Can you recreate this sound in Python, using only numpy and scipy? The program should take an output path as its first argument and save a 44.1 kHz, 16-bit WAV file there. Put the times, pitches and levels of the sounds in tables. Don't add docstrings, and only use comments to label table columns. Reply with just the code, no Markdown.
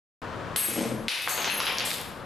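import sys
import numpy as np
from scipy import signal
from scipy.fft import rfft, irfft, next_fast_len
from scipy.io import wavfile
from scipy.ndimage import uniform_filter1d

SR = 44100
rng = np.random.default_rng(int(sys.argv[2]) if len(sys.argv) > 2 else 0)


def generate_wav(sig):
    pcm = np.round(np.clip(np.atleast_2d(sig).T, -1, 1) * 32767).astype(np.int16)
    wavfile.write(sys.argv[1], SR, pcm)


N = 99225
GLASS_PAN_DB, TOP_HZ = 3, 13280


def amp(db):
    return 10 ** (np.asarray(db) / 20)


def unit(x):
    return x / np.sqrt(np.mean(x ** 2) + 1e-20)


def blow(x, span_s=.004):
    return x * np.sqrt(span_s * SR / (np.sum(x ** 2) + 1e-20))


def decay(t, t60):
    return np.exp(-np.log(1000) * t / t60)


def along(points, hz):
    freqs, values = np.transpose(points)
    return np.interp(np.log(hz + 1), np.log(freqs + 1), values)


def filtered(x, response):
    size = next_fast_len(N + SR // 2)
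    return irfft(rfft(x, size) * response(np.fft.rfftfreq(size, 1 / SR)), size)[..., :N]


def wobble(rate):
    return np.interp(np.arange(N) * rate / SR, np.arange(1024), rng.standard_normal(1024))


def pan(db):
    return amp(np.array([[db], [-db]]) / 2)


def widen(mid, side, side_db=-9.5):
    return np.array([mid + amp(side_db) * side, mid - amp(side_db) * side])


def add(out, start_s, x):
    i = round(start_s * SR)
    out[:, i:i + x.shape[-1]] += x[..., :N - i]


# (frequency [Hz], t60 [s])
LAB_DECAY = [(120, 0.73), (500, 0.78), (2500, 0.66), (5000, 0.6), (9000, 0.53), (13000, 0.49)]

def room(x, build_s=.0013):
    hz, t, noise = signal.stft(rng.standard_normal((2, SR)), SR, nperseg=256)
    fading = noise * decay(t, along(LAB_DECAY, hz)[:, None])
    tail = signal.istft(fading, SR, nperseg=256)[1][:, :SR]
    tail *= 1 - np.exp(-np.arange(SR) / SR / build_s)
    return signal.fftconvolve(x[None], widen(*tail) / np.linalg.norm(tail[0]), axes=1)[:, :N]


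# (frequency [Hz], relative level [dB])
VENT_SPECTRUM = [(15, -60), (25, -1), (64, -7.5), (86, 4), (164, 2), (325, -3.5), (520, -1), (812, -6),
                 (975, -3), (1230, -2.5), (1730, -9), (2190, -15), (2930, -17.5), (6940, -32),
                 (13000, -43.5)]

def ventilation(level_db=-36.5, pan_db=4.5, start_s=.218):
    air = unit(filtered(rng.standard_normal((2, N)), lambda hz: amp(along(VENT_SPECTRUM, hz))))
    return amp(level_db) * pan(pan_db) * widen(*air) * (np.arange(N) / SR > start_s)


def scatter(envelope, spectrum, ticks_per_s, spread_db, room_db=-1.5):
    ticks = (rng.random(N) < ticks_per_s / SR) * rng.choice([-1, 1], N)
    ticks = ticks * amp(spread_db * rng.standard_normal(N))
    times, levels = np.transpose(envelope)
    level = amp(np.interp(np.arange(N) / SR, times, levels, left=-120, right=-120))
    direct = level * unit(filtered(ticks, lambda hz: amp(along(spectrum, hz))))
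    wet = amp(room_db)
    return pan(GLASS_PAN_DB) * (direct + wet * room(direct)) / np.hypot(1, wet)


# (frequency [Hz], relative level [dB])
SPLINTER_ENVELOPE = [(1.845, -52), (1.853, -35), (1.89, -34), (1.94, -23), (1.975, -58), (2.015, -68),
                     (2.04, -100), (2.15, -101)]
SPLINTER_SPECTRUM = [(500, -17), (2000, -13), (3500, 16), (7000, 1), (8500, 9.5), (11000, 2), (12400, 17),
                     (13200, -9)]

def splinters():
    return scatter(SPLINTER_ENVELOPE, SPLINTER_SPECTRUM, ticks_per_s=640, spread_db=3)


# (frequency [Hz], relative level [dB])
CHIP_ENVELOPE = [(1.27, -16.5), (1.31, -28.5), (1.39, -24.5), (1.48, -27), (1.53, -25.5), (1.66, -23.5),
                 (1.75, -31.5), (1.84, -27), (1.93, -47.5), (2.02, -30)]
CHIP_SPECTRUM = [(60, -5), (200, 3), (500, 5.5), (1000, 4.5), (2000, -3.5), (3200, 4), (5000, -11),
                 (7500, -17), (13000, -17)]

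def chips():
    return scatter(CHIP_ENVELOPE, CHIP_SPECTRUM, ticks_per_s=350, spread_db=4)


# (frequency [Hz], relative level [dB])
CRUMB_ENVELOPE = [(.58, -28), (.68, -31.5), (.8, -30.5), (.87, -34.5), (.95, -66)]
CRUMB_SPECTRUM = [(200, -3), (1200, -1.5), (2500, 5.5), (4200, -1), (7000, -2), (12500, -11.5)]

def crumbs():
    return scatter(CRUMB_ENVELOPE, CRUMB_SPECTRUM, ticks_per_s=640, spread_db=1)


# (frequency [Hz], relative level [dB], t60 [s])
TABLE_MODES = [(123.6, -14.5, 0.43), (147, -47, 0.11), (224, -3, 0.15), (244.6, -9, 0.16),
               (316.6, 5, 0.044), (454.6, -4.5, 0.093), (542.5, 1.5, 0.046), (1040, -12, 0.078)]
# (time [s], level [dB])
TABLE_LANDINGS = [(0.56, -22.5), (.683, -21), (0.706, -24.5), (.757, -19.5), (.7778, -14), (.806, -16),
                  (0.827, -20), (.849, -18), (.913, -16), (0.935, -27), (0.978, -29), (0.997, -26.5),
                  (1.054, -44)]

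def table_thuds(spread_db=2, rise_s=.0033, scuff_s=.0076, scuff_db=-8, room_db=-5, pan_db=3.5):
    out, t = np.zeros((2, N)), np.arange(SR // 3) / SR
    scuff_band = signal.butter(2, [190, 700], "band", fs=SR, output="sos")
    low_cut = signal.butter(3, 116, "high", fs=SR, output="sos")
    for start_s, db in TABLE_LANDINGS:
        ring = sum(amp(mode_db + spread_db * rng.normal()) * decay(t, t60) * np.sin(2 * np.pi * hz * t)
                   for hz, mode_db, t60 in TABLE_MODES)
        ring = signal.sosfilt(low_cut, ring * (1 - np.exp(-t / rise_s)))
        scuff = signal.sosfilt(scuff_band, rng.standard_normal(len(t))) * np.exp(-t / scuff_s)
        thud = amp(db) * (blow(ring) + amp(scuff_db) * blow(scuff))
        add(out, start_s, thud)
        add(out, start_s, amp(room_db) * room(thud))
    return pan(pan_db) * out


def beating(rate):
    mid, side = [wobble(rate) + 1j * wobble(rate) for _ in range(2)]
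    return widen(mid, side)


# (time [s], flutter share [0-1], mode frequencies [Hz], t60 [s], mode levels [dB])
RINGING_PIECES = [(.562, .04, [6555, 8162, 8668, 9238, 10146, 11562, 11704],
                  .63, [-34, -19, -36, -32, -19, -20, -23]), (.563, .8, [10840, 11700, 12430],
                  .55, [-36, -26, -28]), (.614, .04, [8170, 11570], .45, [-23, -22]),
                  (1.083, .15, [520, 2581, 2950, 3690], .7, [-34, -17, -21, -24]),
                  (1.083, .7, [9873, 10180, 10900, 12480], .68, [-27, -28, -31, -27]),
                  (1.284, .45, [4495, 7640, 10230, 13125], .58, [-24, -29, -34, -22]),
                  (1.298, .2, [4155, 6512], .65, [-29, -23]), (1.476, .3, [4145], .35, [-24]),
                  (1.5, .2, [2610, 2750, 6393, 8665], .42, [-21, -22, -28, -37]),
                  (1.502, .06, [10850, 10890, 12490], .95, [-27, -28, -28])]

def glass_rings(swell_depth=.7, build_s=.04, waver_depth=.5):
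    out, t = np.zeros((2, N)), np.arange(N) / SR
    swell = 1 + swell_depth * (1 - np.exp(-t / build_s))
    for start_s, flutter_share, modes, t60, levels in RINGING_PIECES:
        for hz, db in zip(modes, levels):
            waver = np.sqrt(1 - flutter_share) * (1 + waver_depth * beating(rate=50))
            flutter = np.sqrt(flutter_share) * beating(rate=300)
            tone = np.imag((waver + flutter) * np.exp(2j * np.pi * hz * t))
            add(out, start_s, amp(db) * swell * decay(t, t60) * tone)
    return pan(GLASS_PAN_DB) * out


# (time [s], level [dB], low edge [Hz], high edge [Hz], room over direct [dB], left over right [dB])
GLASS_STRIKES = [(0.5609, -15, 780, 4170, 3, -2), (0.5626, -15.5, 1780, 11500, 0, 17.5),
                 (1.0826, 4, 2380, 4120, -0.5, 1), (1.0844, -8, 417, 9700, 7, 3),
                 (1.0929, -12.5, 2400, 4770, 9, 1), (1.2222, -20, 11100, 13100, 5.5, 6),
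                 (1.2838, -21.5, 4000, 11600, 11, -8), (1.2754, -6, 515, 2700, 0, 1.5),
                 (1.2945, -16.5, 4460, 11600, 7.5, 11), (1.3783, -18.5, 395, 3050, 8, 12),
                 (1.4185, -21.5, 507, 5800, 7.5, -4), (1.4448, -15, 1310, 5100, 5, -7),
                 (1.477, -15.5, 245, 3240, -5, 1), (1.4995, -32, 1490, 3400, 19, 49.5),
                 (1.5097, -18, 1800, 3340, 4.5, -9), (1.6031, -9, 990, 4900, 3, 0.5),
                 (1.6683, -13, 1700, 4060, 6, -5), (1.68, -20, 1940, 3900, -2.5, -4),
                 (1.7845, -14.5, 3520, 5740, -5.5, 2), (1.7977, -21, 2000, 5260, -4, -14),
                 (1.806, -17, 2070, 3870, 3, 2), (1.852, -27, 7000, 11600, 13.5, 10),
                 (1.9055, -22.5, 2750, 4200, -5, 3), (1.915, -24, 2600, 4240, 2, -11),
                 (2.014, -32.5, 8000, 12700, -3, 2)]

def glass_clacks(recontacts=12, chatter_s=.009, chatter_db=-12.5, crunch_s=.0006, crunch_db=-5):
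    out, n = np.zeros((2, N)), SR // 8
    for start_s, db, low_hz, high_hz, room_db, pan_db in GLASS_STRIKES:
        delays = np.minimum(rng.exponential(chatter_s, recontacts) * SR, n - 1).astype(int)
        strengths = rng.standard_normal(recontacts)
        chatter = np.bincount(delays, amp(chatter_db) * strengths / np.linalg.norm(strengths), n)
        crunch = rng.standard_normal(n) * np.exp(-np.arange(n) / SR / crunch_s)
        force = chatter + amp(crunch_db) * crunch / np.linalg.norm(crunch)
        force[0] += 1
        low_cut = signal.butter(2, low_hz, "high", fs=SR, output="sos")
        high_cut = signal.butter(4, min(high_hz, TOP_HZ), fs=SR, output="sos")
        clack = amp(db) * blow(signal.sosfilt(np.vstack([low_cut, high_cut]), force))
        add(out, start_s, pan(pan_db) * clack)
        add(out, start_s, amp(room_db) * pan(GLASS_PAN_DB) * room(clack))
    return out


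def scene():
    debris = crumbs() + chips() + splinters()
    return ventilation() + debris + glass_clacks() + glass_rings() + table_thuds()


def record(dry):
    threshold_db, window_s, clip_height = -22, .0054, .31
    fast_release_s, slow_release_s, slow_share = .26, 1.93, .23
    window = int(window_s * SR)
    power = np.abs(uniform_filter1d(np.mean(dry ** 2, axis=0), window))
    over_db = np.maximum(10 * np.log10(power + 1e-12) - threshold_db, 0)
    release = np.exp(-np.arange(N) / SR / np.array([[fast_release_s], [slow_release_s]]))
    fast, slow = release * np.maximum.accumulate(over_db / release, axis=1)
    duck_db = uniform_filter1d(fast + slow_share * (slow - fast), window // 2)
    ducked = dry * amp(-duck_db)
    rounded = ducked / (1 + (ducked / clip_height) ** 4) ** .25
    return filtered(rounded, lambda hz: 1 / np.sqrt(1 + (hz / TOP_HZ) ** 240))


dry = scene()
out = record(dry)
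generate_wav(out)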